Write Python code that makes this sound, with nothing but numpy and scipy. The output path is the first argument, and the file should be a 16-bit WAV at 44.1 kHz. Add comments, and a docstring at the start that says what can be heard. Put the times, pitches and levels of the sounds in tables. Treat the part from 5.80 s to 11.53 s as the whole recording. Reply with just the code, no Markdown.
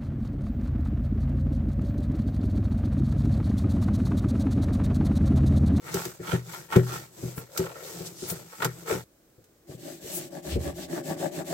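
"""Friction and impact on a bathroom floor

A gloved hand wipes the floor with a cloth in a narrow corner and bumps the hollow boards.
After an abrupt change of scene a toothbrush settles on the grime at the floor's edge and scrubs, faster and harder.
Friction is random tiny slips of fibres and bristles, coloured by filters or exciting resonances of the floor.
Blows ring decaying board modes over a dull thud; short echoes from close walls scatter the treble."""
import sys
import numpy as np
from scipy import signal
from scipy.fft import rfft, irfft, next_fast_len
from scipy.io import wavfile
from scipy.ndimage import uniform_filter1d, map_coordinates

SR = 44100
rng = np.random.default_rng(int(sys.argv[2]) if len(sys.argv) > 2 else 0)


def unload_wav(signal):
    """Save mono or channel-first audio to the path in sys.argv[1] as 16-bit WAV at rate SR, clipped to [-1, 1]."""
    wavfile.write(
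        sys.argv[1],
        SR,
        np.round(np.clip(np.atleast_2d(signal).T, -1, 1) * 32767).astype(np.int16),
    )


N = 252693  # length in samples
# Zero-padded transform length in samples, and its frequencies in Hz
SIZE = next_fast_len(N + SR // 4, real=True)
HZ = np.fft.rfftfreq(SIZE, 1 / SR)

# All levels in the tables are relative: each layer is balanced again where it is mixed.
# Noise of the quiet room. Each row: frequency in Hz, spectral level in dB per Hz.
ROOM_SPECTRUM = [(25, 0), (80, 0), (220, -4), (330, 2), (560, -3), (900, -14), (1500, -14), (2800, -20),
                 (8000, -17), (9300, -22), (15000, -17)]
# Likeness of the two ears. Each row: frequency in Hz, correlation from 0 to 1.
EAR_LIKENESS = [(150, 0.92), (380, 0.82), (700, 0.44), (1400, 0.4), (3000, 0.015), (12000, 0.0215)]
# Lean of the friction treble, mostly left. Each row: frequency in Hz, left-right difference in dB.
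TREBLE_LEAN = [(1500, 1), (4000, 2), (7000, -1), (9500, 5.5), (15000, 2.5)]

# Bumps on the boards. Each row: start in seconds, blow in dB, boom in dB, knock in dB, rise in seconds.
BUMP_EVENTS = [(0.142, -16, -18.5, -9, 0.0026), (0.252, -25.5, -15, -4, 0.0056),
               (0.395, -24.5, -16, -11.5, 0.0033), (0.526, -9, -12, -13, 0.0033),
               (0.959, -2, -10, -13, 0.001), (1.425, -13, -12, -5.5, 0.021), (1.575, -20.5, -14, -18, .002),
               (1.787, -12, -12.5, -1, 0.013), (2.2, -27.5, -5, -1, .008), (2.422, -24, -18, -2, 0.0031),
               (2.51, -22.5, -8.5, -17, 0.0038), (2.792, -27.5, -5, -10, 0.0058),
               (2.85, -17, -7.5, -11.5, 0.0045), (3.114, -17.5, -31, -6, .004),
               (3.145, -18.5, -10, -18, 0.007), (3.579, -38, -33, -25, .002), (3.888, -26, -14, -8, 0.0056),
               (3.943, -31, -7, -12, 0.0044), (4.237, -19, -28, -13, 0.022), (4.755, -10, -17, -16, 0.0011)]
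# Modes of the hollow boards. Each row: frequency in Hz, level in dB, undamped 60 dB decay in seconds.
BOARD_MODES = [(77.2, -23.5, 0.72), (123.6, -1.5, 0.46), (167.1, 1.5, 0.26), (192.2, -5, 0.17),
               (292, -7.5, 0.075), (329, -17.5, 0.068), (374.6, 3, 0.21), (428, -17, 0.084),
               (488.6, -12.5, 0.16), (559, -19, 0.079), (726, -21, 0.16), (1050, -37, 0.17)]
# Dull push of a padded blow. Each row: frequency in Hz, spectral level in dB per Hz.
THUD_SPECTRUM = [(20, -13), (55, -12), (110, 2), (250, -5), (480, -0.5), (750, -21.5), (1500, -49),
                 (4000, -64)]
# Sharp snaps of glove and grit. Each row: start in seconds, crack in dB, clack relative to the crack in dB.
SNAP_EVENTS = [(0.1407, -21.5, -5), (0.2515, -26, 0), (0.9226, -37.5, 18.5), (0.9605, -26, 9),
               (1.5774, -37, 9.5), (1.7744, -17.5, -26), (2.499, -22.5, -26), (2.823, -30, 16.5),
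               (2.845, -17, 0.5), (3.6403, -52, -9.5)]
# Rakes of fibres or bristles over a crust of grime.
# Each row: centre in seconds, half length in seconds, centre frequency in Hz, level in dB.
RAKE_EVENTS = [(1.582, 0.025, 13400, -42), (2.269, 0.014, 5800, -38.5), (2.449, 0.081, 5700, -42.5),
               (2.505, 0.023, 13400, -31), (4.362, 0.032, 11700, -32), (4.727, 0.03, 3080, -40),
               (5.036, 0.024, 4000, -45)]

# Strokes of the cloth. Each row: start in seconds, hardest push in seconds, end in seconds,
# fibre hiss in dB, drag on the floor in dB, rasp on the skirting in dB.
WIPE_STROKES = [(0.008, 0.086, 0.29, -49.5, -45, -42.5), (0.065, 0.173, 0.36, -42.5, -40.5, -37),
                (0.409, 0.523, 0.61, -43.5, -38.5, -30.5), (0.612, 0.741, 0.9, -47.5, -50, -43),
                (0.89, 0.938, 1.05, -45, -42, -30), (0.987, 1.135, 1.278, -44, -42.5, -38),
                (1.294, 1.482, 1.6, -49.5, -46, -64), (1.5, 1.596, 1.71, -55, -51.5, -49.5),
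                (1.702, 1.805, 1.94, -46.5, -52, -41), (1.758, 1.869, 2.18, -54, -57.5, -45),
                (1.922, 2.09, 2.39, -46.5, -56, -53), (2.067, 2.195, 2.4, -47, -44, -58),
                (2.314, 2.537, 2.68, -48, -44, -48.5), (2.586, 2.766, 3.18, -52, -71, -52.5),
                (2.771, 2.827, 2.924, -45, -45, -30), (2.886, 2.99, 3.2, -55, -52.5, -64),
                (3.052, 3.104, 3.22, -40, -45.5, -31.5)]
# Pulls of the bunched cloth under the palm. Each row: start in seconds, hardest pull in seconds,
# end in seconds, level in dB, pitch ratio.
CLOTH_PULLS = [(1.64, 1.82, 2.2, -39, 1.04), (1.874, 2.067, 2.3, -48, 0.99), (2.1, 2.21, 2.28, -52.5, 0.8),
               (3.048, 3.127, 3.2, -24, 0.92)]
# Strokes of the toothbrush, each lasting until the next turn. Each row: turn in seconds,
# hardest press as a share of the stroke, bristle hiss in dB, drag on the floor in dB.
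BRUSH_STROKES = [(3.87, 0.43, -56.5, -45.5), (3.978, 0.45, -50.5, -41.5), (4.207, 0.65, -43, -38.5),
                 (4.497, 0.65, -52, -38), (4.62, 0.42, -44, -36), (4.781, 0.71, -46, -32),
                 (4.935, 0.4, -46.5, -38), (5.075, 0.67, -45, -29.5), (5.226, 0.75, -43, -30),
                 (5.361, 0.59, -43.5, -29.5), (5.504, 0.75, -44.5, -32.5), (5.641, 0.68, -43, -30)]
# Hiss that remains even at a turn, most while the brush settles.
# Each row: time in seconds, share of the stroke's hiss gain that is added.
TURN_HISS = [(4.2, 0.27), (4.5, 0.058)]

# Colours of the friction noise. Each row: frequency in Hz, spectral level in dB per Hz.
FIBRE_SPECTRUM = [(200, -18), (700, -4), (1500, -2.5), (2900, -2.5), (5500, 2), (8300, 4), (9200, -8),
                  (12500, 1), (15800, -5)]
BRISTLE_SPECTRUM = [(300, -12), (900, -12), (2000, -3.5), (3500, -1), (6000, -0.5), (8200, 3.5), (9200, -9),
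                    (12500, -2), (15800, -7.5)]

# Resonances under a sliding load: floor under cloth, brush and bearing hand, skirting, bunched cloth
# (before its pitch ratio), brush head.
# Each row: frequency in Hz, width in Hz, level in dB, left-right difference in dB.
CLOTH_FLOOR_MODES = [(78, 29, -14, 4), (126.5, 25, -5.5, 0), (167.4, 20.3, 0.5, 0.5), (305, 52, -9.5, 8),
                     (347.5, 65, -5, 2.5), (497, 86, -11, 12.5), (561, 200, -14, 7.5)]
BRUSH_FLOOR_MODES = [(160, 15.7, 0, -1.7), (197.5, 20, -6.5, 6), (267, 38.5, -4, -1.5),
                     (335.3, 36.6, 3, -1), (362.6, 44.6, 1, 1.7)]
HAND_FLOOR_MODES = [(76, 9, 4, 1), (126, 20, -6, 1), (185, 50, -9, 0), (260, 50, -12, 0)]
SKIRTING_MODES = [(467, 206, -7.5, 5.5), (706, 89, -8, -5), (891, 98, -2, 0.5), (1118, 63, -6.5, -13),
                  (1347, 81, 2, -4.5), (1872, 101, -4, 6.5), (2187, 180, -8, 5), (3840, 1000, -20.5, -9)]
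BUNCH_MODES = [(449, 157, 0, 5.5), (534, 128, 3.5, 6.5), (638, 214, -8, 4.5)]
BRUSH_HEAD_MODES = [(554.8, 19.5, 2.5, 19.2), (625, 100, 1, 11), (736, 61, -2.5, 8.1), (783, 45, -2.5, 8.4),
                    (953, 120, -14, 0.9), (1135, 29, -11, 2.6), (1725, 234, -12.5, 2.7)]

# Growth of each sound with the push of the hand.
# Each row: loss at either end of a stroke in dB, roundness (1 pointed, 2 domed).
HISS_SHAPE = (16.1, 1.59)
DRAG_SHAPE = (17.6, 1.52)
RASP_SHAPE = (26.8, 1.186)
PULL_SHAPE = (27.5, 1.37)
PRESS_SHAPE = (13.4, 1.27)

HISS_POWER = 1.1  # exponent of bristle speed
SCENE_CHANGE_S, LAST_TURN_S = 3.24, 5.78
BEARING_S, BEARING_DB = 4.76, -27  # crest of the rumble under the brush hand
BEARING_RISE_DB_PER_S, BEARING_FALL_DB_PER_S = 260, 107
DAMPING_DB = 28.5  # a blow weaker by this much rings half as long, under a light hand on the boards
TOP_HZ = 16050  # upper band limit


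def amp(db):
    """Level and amplitude: decibels become a linear gain."""
    return 10 ** (np.asarray(db) / 20)


def unit(x):
    """Normalisation: a signal is scaled to rms 1."""
    return x / np.sqrt(np.mean(x ** 2) + 1e-20)


def along(points, hz):
    """Interpolation: (Hz, value) points are read on a logarithmic frequency axis."""
    f, v = np.transpose(points)
    return np.interp(np.log(hz + 1), np.log(f + 1), v)


def pan(db):
    """Interaural level difference: it is shared equally between left and right gains."""
    return amp(np.array([[1], [-1]]) * db / 2)


def filtered(x, response):
    """Linear filtering: the spectrum is multiplied by a response of frequency."""
    return irfft(rfft(x, SIZE) * response(HZ), SIZE)[..., :N]


def coloured(x, spectrum):
    """Spectral shaping: friction noise receives its colour and its lean between the ears."""
    return filtered(x, lambda hz: amp(along(spectrum, hz)) * pan(along(TREBLE_LEAN, hz)))


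def resonate(x, modes):
    """Modal response: parallel resonances of alternating polarity, each placed between the ears."""
    centre, width, db, side = np.transpose(modes)
    gains = (-1) ** np.arange(len(centre)) * amp(db) * pan(side)

    def response(hz):
        detuning = (hz * hz - centre[:, None] ** 2) / ((hz + 1e-6) * width[:, None])
        return gains @ (1 / (1 + 1j * detuning))

    return filtered(x, response)


def add(track, s, sound):
    """Superposition: a sound is summed into a track at time s in seconds."""
    start = round(s * SR)
    track[start:start + len(sound)] += sound[:N - start]


def ears(pair, lead_s=.00011):
    """Interaural coherence: bass is alike at both ears, left leading; treble differs between them."""
    turn = np.arccos(np.clip(along(EAR_LIKENESS, HZ), -1, 1)) / 2
    mid, side = rfft(pair, SIZE) * [np.cos(turn), np.sin(turn)]
    # half the lead advances the left ear, half delays the right
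    lead = np.exp(1j * np.pi * HZ * lead_s)
    return irfft([(mid + side) * lead, (mid - side) / lead], SIZE)[:, :N]


def slips(rate, spread_db):
    """Stick-slip: random tiny slips, rate a second on average, of varying size, reach both ears."""
    happens = rng.random(N) < rate / SR
    sizes = happens * amp(spread_db * np.clip(rng.standard_normal(N), -2, 2))
    return unit(ears(sizes * rng.standard_normal((2, N))))


def catching(rate, depth_db):
    """Uneven grip: a smooth random gain passes rate knots a second."""
    knots = rng.standard_normal(int(N * rate / SR) + 4)
    wander = map_coordinates(knots, [np.arange(N) * rate / SR])
    return unit(amp(depth_db * wander))


def shifting(x, depth_db):
    """Changing contact: the colour of the friction drifts as the contact moves over new ground."""
    z = signal.stft(x, nperseg=512)[2]
    field = rng.standard_normal(z.shape)
    field = uniform_filter1d(field, size=5, axis=1)  # across frequency
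    field = uniform_filter1d(field, size=12, axis=2)  # across time
    return signal.istft(z * amp(depth_db * unit(field)), nperseg=512)[1][:, :N]


def swell(start, crest, end, shape):
    """Envelope of a push: gain builds to its crest, eases off and dies away beyond both ends."""
    depth_db, roundness = shape
    t = np.arange(N) / SR
    before = (crest - t) / max(crest - start, .01)
    after = (t - crest) / max(end - crest, .01)
    away = np.maximum(before, after)  # 0 at the crest, 1 at either end
    near = away < 2
    gain = np.zeros(N)
    gain[near] = amp(-depth_db * away[near] ** roundness)
    return gain


def room_tone():
    """Stationary background: faint steady noise of the bathroom, shaped in frequency."""
    air = unit(filtered(ears(rng.standard_normal((2, N))), lambda hz: amp(along(ROOM_SPECTRUM, hz))))
    return amp(-61.5) * air


def corner(x, wall_db=-18, lowest_hz=700, count=7):
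    """Early reflection: a few weak treble echoes from the close walls, different at each ear."""
    walls = np.zeros((2, SR // 50))
    for ear in walls:
        delays = rng.integers(SR // 1000, len(ear), count)  # 1 to 20 ms, in samples
        ear[delays] = amp(wall_db) * rng.choice([-1, 1], count)
    return filtered(x, lambda hz: 1 + rfft(walls, SIZE) * hz ** 2 / (hz ** 2 + lowest_hz ** 2))


def bumps(detune=0.058, thud_t60=0.17):
    """Modal impact: soft blows thud and ring the boards; the contact weighs deep boom against knock."""
    track, pushes, t = np.zeros(N), np.zeros(N), np.arange(SR // 2) / SR
    hz, db, t60 = np.transpose(BOARD_MODES)[:, :, None]
    polarity = (-1) ** np.arange(len(hz))[:, None]
    for s, peak_db, boom_db, knock_db, rise_s in BUMP_EVENTS:
        free = 2 ** (peak_db / DAMPING_DB)
        fading = polarity * amp(db - 60 * t / (t60 * free))
        contact_db = np.where(hz < 240, boom_db, knock_db)
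        pitch_chance, level_chance = rng.standard_normal((2, *hz.shape))
        # the hand that damps the boards also shifts their pitch
        pitch = hz * (1 + detune * pitch_chance * (1 - free))
        ring = fading * amp(contact_db + 3.0 * level_chance) * np.sin(2 * np.pi * pitch * t)
        blow = amp(peak_db) * (1 - np.exp(-t / max(rise_s, 1 / SR)))
        add(track, s, blow * ring.sum(0))
        add(pushes, s, blow * amp(-60 * t / thud_t60))
    thud = pushes * unit(filtered(rng.standard_normal(N), lambda f: amp(along(THUD_SPECTRUM, f))))
    boards = amp(-1.5) * track + amp(-12) * thud
    return ears(np.array([boards, np.zeros(N)]), lead_s=.00033) * pan(2.6)


def snaps():
    """Impulsive contact: each snap is a brief noise crack that also clacks against the skirting."""
    cracks, clacks, t = np.zeros(N), np.zeros(N), np.arange(SR // 8) / SR
    rise = 1 - np.exp(-t / .0012)
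    for s, peak_db, clack_db in SNAP_EVENTS:
        add(cracks, s, rise * amp(peak_db - 60 * t / 0.048))
        add(clacks, s, rise * amp(peak_db + clack_db - 60 * t / 0.054))
    crack = unit(coloured(ears(rng.standard_normal((2, N))), FIBRE_SPECTRUM))
    clack = unit(resonate(ears(rng.standard_normal((2, N))), SKIRTING_MODES))
    return amp(-1.5) * cracks * crack + amp(-6.0) * clacks * clack


def rakes(width_octaves=1.0, spread_db=3):
    """Band-limited friction: each rake is a short swell of gritty hiss around its own pitch."""
    track, t = np.zeros((2, N)), np.arange(-SR // 8, SR // 8) / SR
    hz = np.fft.rfftfreq(len(t), 1 / SR) + 1
    for s, half, centre_hz, db in RAKE_EVENTS:
        grit = rng.standard_normal((2, len(t))) * amp(spread_db * rng.standard_normal(len(t)))
        band = np.exp(-(np.log2(hz / centre_hz) / width_octaves) ** 2) * pan(along(TREBLE_LEAN, hz))
        hiss = unit(irfft(rfft(grit) * band, len(t)))
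        rake = amp(db) * np.exp(-(t / half) ** 2) * hiss
        for ear, sound in zip(track, rake):
            add(ear, s + t[0], sound)
    return track


def wiping_levels():
    """Load-dependent friction: hiss, drag and rasp follow each push, the rasp most steeply."""
    hiss, drag, rasp = np.zeros((3, N))
    for start, crest, end, hiss_db, drag_db, rasp_db in WIPE_STROKES:
        hiss = np.maximum(hiss, amp(hiss_db) * swell(start, crest, end, HISS_SHAPE))
        drag = np.maximum(drag, amp(drag_db) * swell(start, crest, end, DRAG_SHAPE))
        rasp = np.maximum(rasp, amp(rasp_db) * swell(start, crest, end, RASP_SHAPE))
    return hiss, drag, rasp


def pulls(sticking):
    """Cavity resonance: each pull of the bunched cloth rubs hollowly at its own pitch."""
    track = np.zeros((2, N))
    for start, crest, end, db, ratio in CLOTH_PULLS:
        hollow = np.array(BUNCH_MODES) * [ratio, 1, 1, 1]
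        track += amp(db) * swell(start, crest, end, PULL_SHAPE) * unit(resonate(sticking, hollow))
    return track


def cloth():
    """Sliding friction: fibres hiss, the hand's weight drags on the floor, shoves rasp the skirting."""
    sliding, weight, shove = wiping_levels()
    grip = catching(rate=100, depth_db=0.94)
    fibres = coloured(slips(rate=9000, spread_db=0.5), FIBRE_SPECTRUM)
    hiss = sliding * unit(shifting(fibres, depth_db=2))
    sticking = slips(rate=900, spread_db=2)
    drag = weight * unit(resonate(sticking, CLOTH_FLOOR_MODES))
    pull = pulls(sticking)
    scraping = resonate(slips(rate=600, spread_db=2.0), SKIRTING_MODES)
    rasp = shove * unit(shifting(scraping, depth_db=3.5))
    return grip * (amp(4.0) * hiss + amp(3.5) * drag + amp(-2) * pull + amp(2.5) * rasp)


def brushing_levels():
    """Reciprocating motion: hiss follows the speed of the bristles, force the pressure of the hand."""
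    t = np.arange(N) / SR
    hiss, force = np.zeros((2, N))
    ends = [stroke[0] for stroke in BRUSH_STROKES[1:]] + [LAST_TURN_S]
    for (start, press_at, hiss_db, drag_db), end in zip(BRUSH_STROKES, ends):
        moving = (t >= start) & (t < end)
        # fastest mid-stroke, zero at each turn
        speed = np.abs(np.sin(np.pi * (t[moving] - start) / (end - start)))
        remaining = np.interp(t[moving], *np.transpose(TURN_HISS))
        hiss[moving] = amp(hiss_db) * (speed ** HISS_POWER + remaining)
        crest = start + press_at * (end - start)
        force = np.maximum(force, amp(drag_db) * swell(start, crest, end, PRESS_SHAPE))
    return hiss, force


def bearing_down():
    """Transient load: the gain of the floor's rumble builds quickly under the hand and fades more slowly."""
    since = np.arange(N) / SR - BEARING_S
    return amp(BEARING_DB + np.minimum(BEARING_RISE_DB_PER_S * since, -BEARING_FALL_DB_PER_S * since))


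def toothbrush(firm_db=-35, chatter_growth=0.31):
    """Stick-slip of bristles: they flick over grime, and tufts shake the floor and the brush head."""
    sweep, force = brushing_levels()
    flicks = coloured(slips(rate=14000, spread_db=0.0), BRISTLE_SPECTRUM)
    hiss = sweep * unit(shifting(flicks, depth_db=1.8))
    tufts = slips(rate=900, spread_db=2)
    drag = force * unit(resonate(tufts, BRUSH_FLOOR_MODES))
    # the harder the stroke, the more the head chatters
    chatter_gain = force * (force / amp(firm_db)) ** chatter_growth
    chatter = chatter_gain * unit(shifting(resonate(tufts, BRUSH_HEAD_MODES), depth_db=2.5))
    rumble = bearing_down() * unit(resonate(tufts, HAND_FLOOR_MODES))
    return amp(2.0) * hiss + drag + amp(-1.0) * chatter + rumble


def scene():
    """Superposition of sources: wiping stops dead at the change of scene, and brushing follows."""
    t = np.arange(N) / SR
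    contacts = bumps() + snaps() + rakes()
    wiping = (cloth() + contacts) * (t < SCENE_CHANGE_S)
    # contacts stay silent for 0.3 s after the change
    brush_contacts = contacts * (t > SCENE_CHANGE_S + .3)
    return corner(wiping + toothbrush() + brush_contacts) + room_tone()


def record(dry, low_cut_hz=42):
    """Band limitation: the deepest bass is thinned and nothing is kept above the upper limit."""
    thinned = signal.sosfilt(signal.butter(2, low_cut_hz, "highpass", fs=SR, output="sos"), dry)
    return filtered(thinned, lambda hz: hz < TOP_HZ)


dry = scene()
out = record(dry)
unload_wav(out)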